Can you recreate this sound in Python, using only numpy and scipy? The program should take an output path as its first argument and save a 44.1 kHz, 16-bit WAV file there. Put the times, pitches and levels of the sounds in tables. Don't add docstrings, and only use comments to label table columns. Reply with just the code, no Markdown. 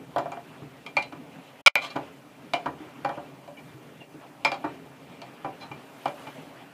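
import sys
import numpy as np
from scipy import signal
from scipy.fft import rfft, irfft
from scipy.io import wavfile
from scipy.ndimage import uniform_filter1d, minimum_filter1d

SR = 44100
rng = np.random.default_rng(int(sys.argv[2]) if len(sys.argv) > 2 else 0)


def waveform_to_disk(signal):
    frames = np.transpose(np.atleast_2d(signal))
    scaled = np.clip(frames, -1, 1) * 32767
    samples = np.round(scaled).astype(np.int16)
    wavfile.write(sys.argv[1], SR, samples)


N = 296793
TIME = np.arange(N) / SR

# (time [s], contact time [s], favoured pitch [Hz], strength [dB],
# door ring re strength [dB], click re strength [dB])
KNOCKS = [(0.161, 0.0009, 683, -23.5, -33, -26), (0.183, 0.00041, 697, -27, -23, -20.5),
          (0.2569, 0.001, 673, -34, -24, -32), (0.3186, .00043, 810, -37.5, -12, -17),
          (0.369, 0.0023, 690, -39.5, -27, -24), (0.8632, 0.00094, 1200, -50.5, 7.5, 3),
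          (0.9675, 0.00068, 847, -26.5, 4, -9.5), (1.121, .0048, 990, -45.5, -10, -13),
          (1.6618, .00059, 1400, -11.5, 11.5, 8), (1.671, 0.00097, 1400, -11.5, 17, 7),
          (1.745, .001, 860, -34, 13, -6), (1.955, .0069, 850, -31, -16.5, -17),
          (2.535, .001, 700, -25, -6.5, -8.5), (2.657, 0.0042, 950, -30, -18, -20.5),
          (3.047, .00067, 800, -26, -17, -21), (3.091, 0.00091, 840, -33, -18, -20.5),
          (3.171, 0.0051, 727, -37.5, -26, -27), (3.476, 0.0014, 590, -44, -21, -18),
          (4.4483, 0.000583, 880, -24.5, 2, -6.5), (4.517, 0.00064, 800, -31, -8, -10),
          (4.637, 0.01, 905, -32, -20, -23.5), (5.217, 0.00067, 730, -45, -10, -5.5),
          (5.444, 0.0035, 787, -32.5, -19, -26.5), (5.713, 0.004, 860, -43.5, -2, -11.5),
          (6.056, .0012, 750, -26, -16.5, -18.5), (6.078, 0.0024, 610, -37.5, -16, -15),
          (6.266, 0.0068, 860, -43.5, -6.5, -10.5)]
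REGISTER_EDGES = [70, 480, 1050, 2000, 2520, 15000]
# (frequency [Hz], level within its register [dB], t60 [s])
MODES = [(82.5, -17, 0.47), (131.2, -8, 0.26), (143.4, -1, 0.16), (273.8, 3, 0.19), (307.8, 5, 0.16),
         (373.4, -2, 0.26), (548.4, -6, 0.21), (580.5, -4, 0.24), (665.6, -7, .16), (696, -0.5, 0.15),
         (801, -0.5, 0.11), (860, -4.5, 0.096), (919, -6, 0.14), (990, -2.5, .16), (1160, -0.5, 0.15),
         (1240, 1, 0.068), (1370, -5.5, 0.14), (1483, -4, 0.092), (1857, -12, .12), (2094, -14, .1),
         (2212, -10, .09), (2270, -9, .1), (2374, 0, .145), (2601, -5, .1), (2780, 2.5, .12),
         (2990, 0, 0.1), (3250, 3, 0.12), (4046, -5, 0.18), (4660, -6, .1), (5100, -6.5, 0.13),
         (6900, -13.5, .12)]
# (frequency [Hz], relative spectral density [dB])
DENSE_SPECTRUM = [(70, -18.5), (140, -6.5), (200, -13.5), (300, -3.5), (450, -4), (800, 6.5), (1250, -1.5),
                  (1800, -8.5), (3200, -10.5), (5000, -16.5), (5600, -21), (6800, -23), (8800, -31),
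                  (10000, -27), (11200, -39.5)]
# (frequency [Hz], t60 [s])
DENSE_T60 = [(150, .39), (400, 0.39), (1000, 0.18), (2700, 0.18), (7000, 0.14), (14000, 0.11)]
DENSE_LEVELS = [-7.5, -5.5, -0.5, -8.5, 3.5]
# (time [s], favoured pitch [Hz], level [dB])
THUDS = [(0.618, 148, -40.5), (1.125, 287, -46), (2.799, 298, -41), (3.742, 133, -46), (4.141, 155, -45),
         (5.705, 149, -44)]
THUD_LEVELS = [0.5, -23, -17, -32, -41]
# (time [s], duration [s], level [dB], treble tilt [dB per register])
SCRAPES = [(1.02, 0.01, -43.5, 9), (1.804, 0.076, -38, .5), (1.897, .02, -43.5, 1),
           (4.539, .008, -43, -0.5), (5.598, .05, -45.5, -1)]
TICK_LEVELS = [-13, -1, -2.5, -3.5, -0.5]
# (time [s], duration [s], pitch [Hz], peak level [dB])
SQUEAKS = [(3.569, .025, 2960, -51.5), (3.57, 0.033, 2350, -45.5), (4.003, 0.036, 2810, -46)]
# (time [s], rumble gain [dB], swish gain [dB])
DRAG = [(0.0, 2, -.5), (.5, 1.5, 1.5), (.8, -0.5, -2), (1.35, 1.5, .5), (1.62, -8, 1), (2.03, 1.5, 3),
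        (2.23, -3.5, -3.5), (2.75, 2.5, 2), (3.15, 1, 2.5), (3.42, -3.5, -3), (3.85, 3, -0.5),
        (4.25, -2, -2), (4.72, 3.5, 2.5), (4.95, -1, -1), (5.4, 2, 1), (5.95, -2.5, 0.5), (6.3, -2, 5),
        (6.73, -1.5, 0.5)]
# (frequency [Hz], relative spectral density [dB])
RUMBLE_SPECTRUM = [(25, -30.5), (55, -49), (85, -10.5), (105, -20), (130, -5), (155, 3.5), (200, -8),
                   (275, 4), (340, -11.5), (380, -4), (480, -10), (650, -26.5), (1500, -73)]
# (frequency [Hz], relative spectral density [dB])
SWISH_SPECTRUM = [(250, -34.5), (450, -3.5), (560, 0.5), (850, -1.5), (1100, -5.5), (1700, -9), (2800, -10),
                  (4000, -19.5), (6000, -30), (15000, -43)]
# (frequency [Hz], relative spectral density [dB])
HISS_SPECTRUM = [(1000, -29.5), (4000, 0.5), (6000, 0.5), (10000, -1.5), (15000, -3.5)]
# (peak time [s], half width [s], gain [dB])
HISS_SWELLS = [(3.66, 0.13, 2.2), (6.17, .3, 5.5)]
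# (frequency [Hz], rms level [dB])
HUM_TONES = [(129.2, -66), (274.5, -64.5), (371.4, -76), (576, -73), (662, -69), (2377, -71)]
# (time [s], gain [dB])
DROPOUT = [(1.612, 0), (1.626, -50), (1.659, -50), (1.6615, -15), (1.6815, -15), (1.683, -39), (1.701, -42),
           (1.725, -72), (1.7548, -75), (1.7557, 0)]

BARE_CONTACT_S = 0.0012


def knocks():
    drum_hz, contact_cycles, treble_spot_hz = 700, 2.96, 2950
    out = np.zeros(N)
    for start_s, contact_s, spot_hz, strength_db, door_db, click_db in KNOCKS:
        thud_db = -14.5 + 5 * np.log2(max(contact_s / BARE_CONTACT_S, 1))
        thud_db -= 0.48 * max(door_db, 0)
        clack_db = -11.5 + 16.5 * np.log2(spot_hz / drum_hz)
        contact_hz = contact_cycles / contact_s
        favoured_hz = [spot_hz, max(contact_hz, treble_spot_hz)]
        if contact_hz < drum_hz:
            favoured_hz.append(contact_hz)
        levels_db = strength_db + np.array([thud_db, 0, clack_db, door_db, click_db])
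        add(out, start_s, impact_response(contact_s, favoured_hz, levels_db))
        add(out, start_s, amp(strength_db) * contact_tick(contact_s))
    return out


def impact_response(contact_s, favoured_hz, levels_db):
    t = np.arange(2 ** 14) / SR
    settle_s = min(0.7 * contact_s, 0.011)
    age = np.maximum(t - contact_s - settle_s, 0)
    rise = np.minimum(t / contact_s, 1)
    onset = (t > 0.7 * contact_s) & (t < 0.7 * contact_s + 0.03)
    hz, mode_db, t60 = np.transpose(MODES)
    mode_db = mode_db + spot_gain_db(hz, favoured_hz) + 1.9 * rng.standard_normal(len(hz))
    phase = rng.random(len(hz))
    out = np.zeros(len(t))
    for low, high, level_db, dense_db in zip(REGISTER_EDGES, REGISTER_EDGES[1:], levels_db, DENSE_LEVELS):
        distinct = sum(amp(mode_db[k] - 60 * age / t60[k]) * np.sin(2 * np.pi * (hz[k] * t + phase[k]))
                       for k in np.flatnonzero((hz >= low) & (hz < high)))
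        dense = dense_ring(age, low, high, favoured_hz)
        if high == REGISTER_EDGES[-1]:
            dense *= 1 + 2.4 * np.exp(-age / 0.002)
        ring = distinct / rms(distinct[onset]) + amp(dense_db) * dense / rms(dense[onset])
        ring *= rise * (1 - np.exp(-t * high / 1.5))
        out += amp(level_db) * ring / rms(ring[onset])
    return out


def spot_gain_db(hz, favoured_hz, peak_db=10.5, width_octaves=0.075):
    return sum(peak_db * np.exp(-(np.log2((hz + 1) / f) / width_octaves) ** 2) for f in favoured_hz)


def dense_ring(age, low_hz, high_hz, favoured_hz, room_db=-31.5, room_t60=0.17):
    hz = np.fft.rfftfreq(len(age), 1 / SR)
    magnitude = amp(at_frequency(DENSE_SPECTRUM, hz) + spot_gain_db(hz, favoured_hz))
    spectrum = magnitude * np.exp(2j * np.pi * rng.random(len(hz)))
    room_tail = amp(room_db - 60 * age / room_t60)
    edges = np.geomspace(low_hz, high_hz, num=4)
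    out = np.zeros(len(age))
    for low, high in zip(edges, edges[1:]):
        band = irfft(spectrum * (hz >= low) * (hz < high), len(age))
        t60 = at_frequency(DENSE_T60, np.sqrt(low * high))
        out += band * (amp(-60 * age / t60) + room_tail)
    return out


def contact_tick(contact_s, level_db=-27, decay_s=0.00506, muffling_s=0.0016):
    t = np.arange(SR // 20) / SR
    fizz = highpass(rng.standard_normal(len(t)), cutoff_hz=5500)
    softened = unit_rms(signal.lfilter([1], [1, -0.5], fizz))
    return amp(level_db) * np.exp(-t / decay_s - (contact_s / muffling_s) ** 2) * softened


def thuds(contact_s=0.0033):
    out = np.zeros(N)
    for start_s, spot_hz, level_db in THUDS:
        add(out, start_s, impact_response(contact_s, [spot_hz], level_db + np.array(THUD_LEVELS)))
    return out


def scrapes(ticks_per_s=700, spread_db=3, tick_hz=4100):
    out = np.zeros(N)
    for start_s, length_s, level_db, tilt_db in SCRAPES:
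        size, count = round(length_s * SR), round(length_s * ticks_per_s)
        jitter, weight = rng.random((2, count))
        progress = (np.arange(count) + jitter) / count
        heights = np.sin(np.pi * progress) * amp(-spread_db * np.log(1 - weight))
        ticks = np.bincount((progress * size).astype(int), heights, size)
        levels_db = np.array(TICK_LEVELS) + tilt_db * np.arange(len(TICK_LEVELS))
        ring = impact_response(BARE_CONTACT_S / 2, [tick_hz], levels_db)
        scrape = signal.fftconvolve(ticks, ring)
        add(out, start_s, amp(level_db) * scrape / np.std(scrape[:size + SR // 100]))
    return out


def squeaks(pitch_wobble=0.031):
    out = np.zeros(N)
    for start_s, length_s, hz, peak_db in SQUEAKS:
        age = np.maximum(TIME - start_s, 0) / (length_s / 3)
        whistle = sine(hz * (1 + pitch_wobble * drift(rate_hz=200)))
        out += amp(peak_db) * age * np.exp(1 - age) * whistle
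    return out


def cloth_flops(count=24):
    out = np.zeros(N)
    for k, (jitter, weight, softness, spot) in enumerate(rng.random((count, 4))):
        start_s = (k + jitter) / count * N / SR
        contact_s = 0.008 + 0.02 * softness
        spot_hz = 500 + 600 * spot
        levels_db = np.array([-61.5, -63.5, -68, -73, -73]) + 4 * (weight - 0.5)
        add(out, start_s, impact_response(contact_s, [spot_hz], levels_db))
    return out


def turning_load(rumble_db=-50.5, swish_db=-52, hiss_db=-65.5):
    times, *gains = np.transpose(DRAG)
    rumble_drag_db, swish_drag_db = (np.interp(TIME, times, gain) for gain in gains)
    swell_db = sum(db * np.exp(-((TIME - peak_s) / width_s) ** 2) for peak_s, width_s, db in HISS_SWELLS)
    tumble_db = drift(rate_hz=8.2)
    rumble = patchy_noise(RUMBLE_SPECTRUM, patch_db=2, frame=2048)
    swish = patchy_noise(SWISH_SPECTRUM, patch_db=2, frame=1024)
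    hiss = patchy_noise(HISS_SPECTRUM, patch_db=1.5, frame=512)
    return (amp(rumble_db + rumble_drag_db + tumble_db) * rumble
            + amp(swish_db + swish_drag_db + tumble_db) * swish
            + amp(hiss_db + 0.12 * swish_drag_db + swell_db) * hiss)


def hum(waver_db=3.4, waver_hz=3.5):
    out = np.zeros(N)
    for hz, level_db in HUM_TONES:
        amplitude = np.sqrt(2) * amp(level_db + waver_db * drift(rate_hz=4.6))
        out += amplitude * sine(hz + waver_hz * drift(rate_hz=12))
    return out


def patchy_noise(spectrum, patch_db, frame):
    hz = np.fft.rfftfreq(frame, 1 / SR)
    real, imag, patches = rng.standard_normal((3, N * 4 // frame + 5, len(hz)))
    patches = uniform_filter1d(patches, size=7, axis=0)
    patches = unit_rms(uniform_filter1d(patches, size=14, axis=1))
    frames = (real + 1j * imag) * amp(at_frequency(spectrum, hz) + patch_db * patches)
    _, sound = signal.istft(frames.T, nperseg=frame, noverlap=frame - frame // 4)
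    return unit_rms(sound[:N])


def drift(rate_hz):
    hz = np.fft.rfftfreq(N, 1 / SR)
    return unit_rms(irfft(rfft(rng.standard_normal(N)) / (1 + (hz / rate_hz) ** 4), N))


def sine(hz):
    return np.sin(2 * np.pi * np.cumsum(hz) / SR)


def highpass(x, cutoff_hz):
    return signal.sosfilt(signal.butter(2, cutoff_hz, "high", fs=SR, output="sos"), x)


def at_frequency(table, hz):
    table_hz, values = np.transpose(table)
    return np.interp(np.log(hz + 1), np.log(table_hz + 1), values)


def amp(db):
    return 10 ** (np.asarray(db) / 20)


def rms(x):
    return np.sqrt(np.mean(x ** 2) + 1e-20)


def unit_rms(x):
    return x / rms(x)


def add(mix, start_s, sound):
    part = mix[round(start_s * SR):][:len(sound)]
    part += sound[:len(part)]


def scene():
    return (knocks() + thuds() + scrapes() + cloth_flops() + squeaks() + turning_load() + hum())[None]


def record(dry, snap_s=1.7557, snap_db=-6.5, ceiling=0.97, band_limit_hz=15350):
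    out = dry[0] * amp(np.interp(TIME, *np.transpose(DROPOUT)))
    snap_age = np.arange(400) / SR / 0.00035
    add(out, snap_s, amp(snap_db) * np.exp(-snap_age) * np.cos(3.8 * snap_age))
    out = highpass(out, cutoff_hz=70)
    safe_gain = np.minimum(ceiling / (abs(out) + 1e-9), 1)
    out *= uniform_filter1d(minimum_filter1d(safe_gain, size=90), size=90)
    lowpass = signal.firwin(511, band_limit_hz, window=("kaiser", 9), fs=SR)
    return signal.oaconvolve(out, lowpass, "same")[None]


dry = scene()
out = record(dry)
waveform_to_disk(out)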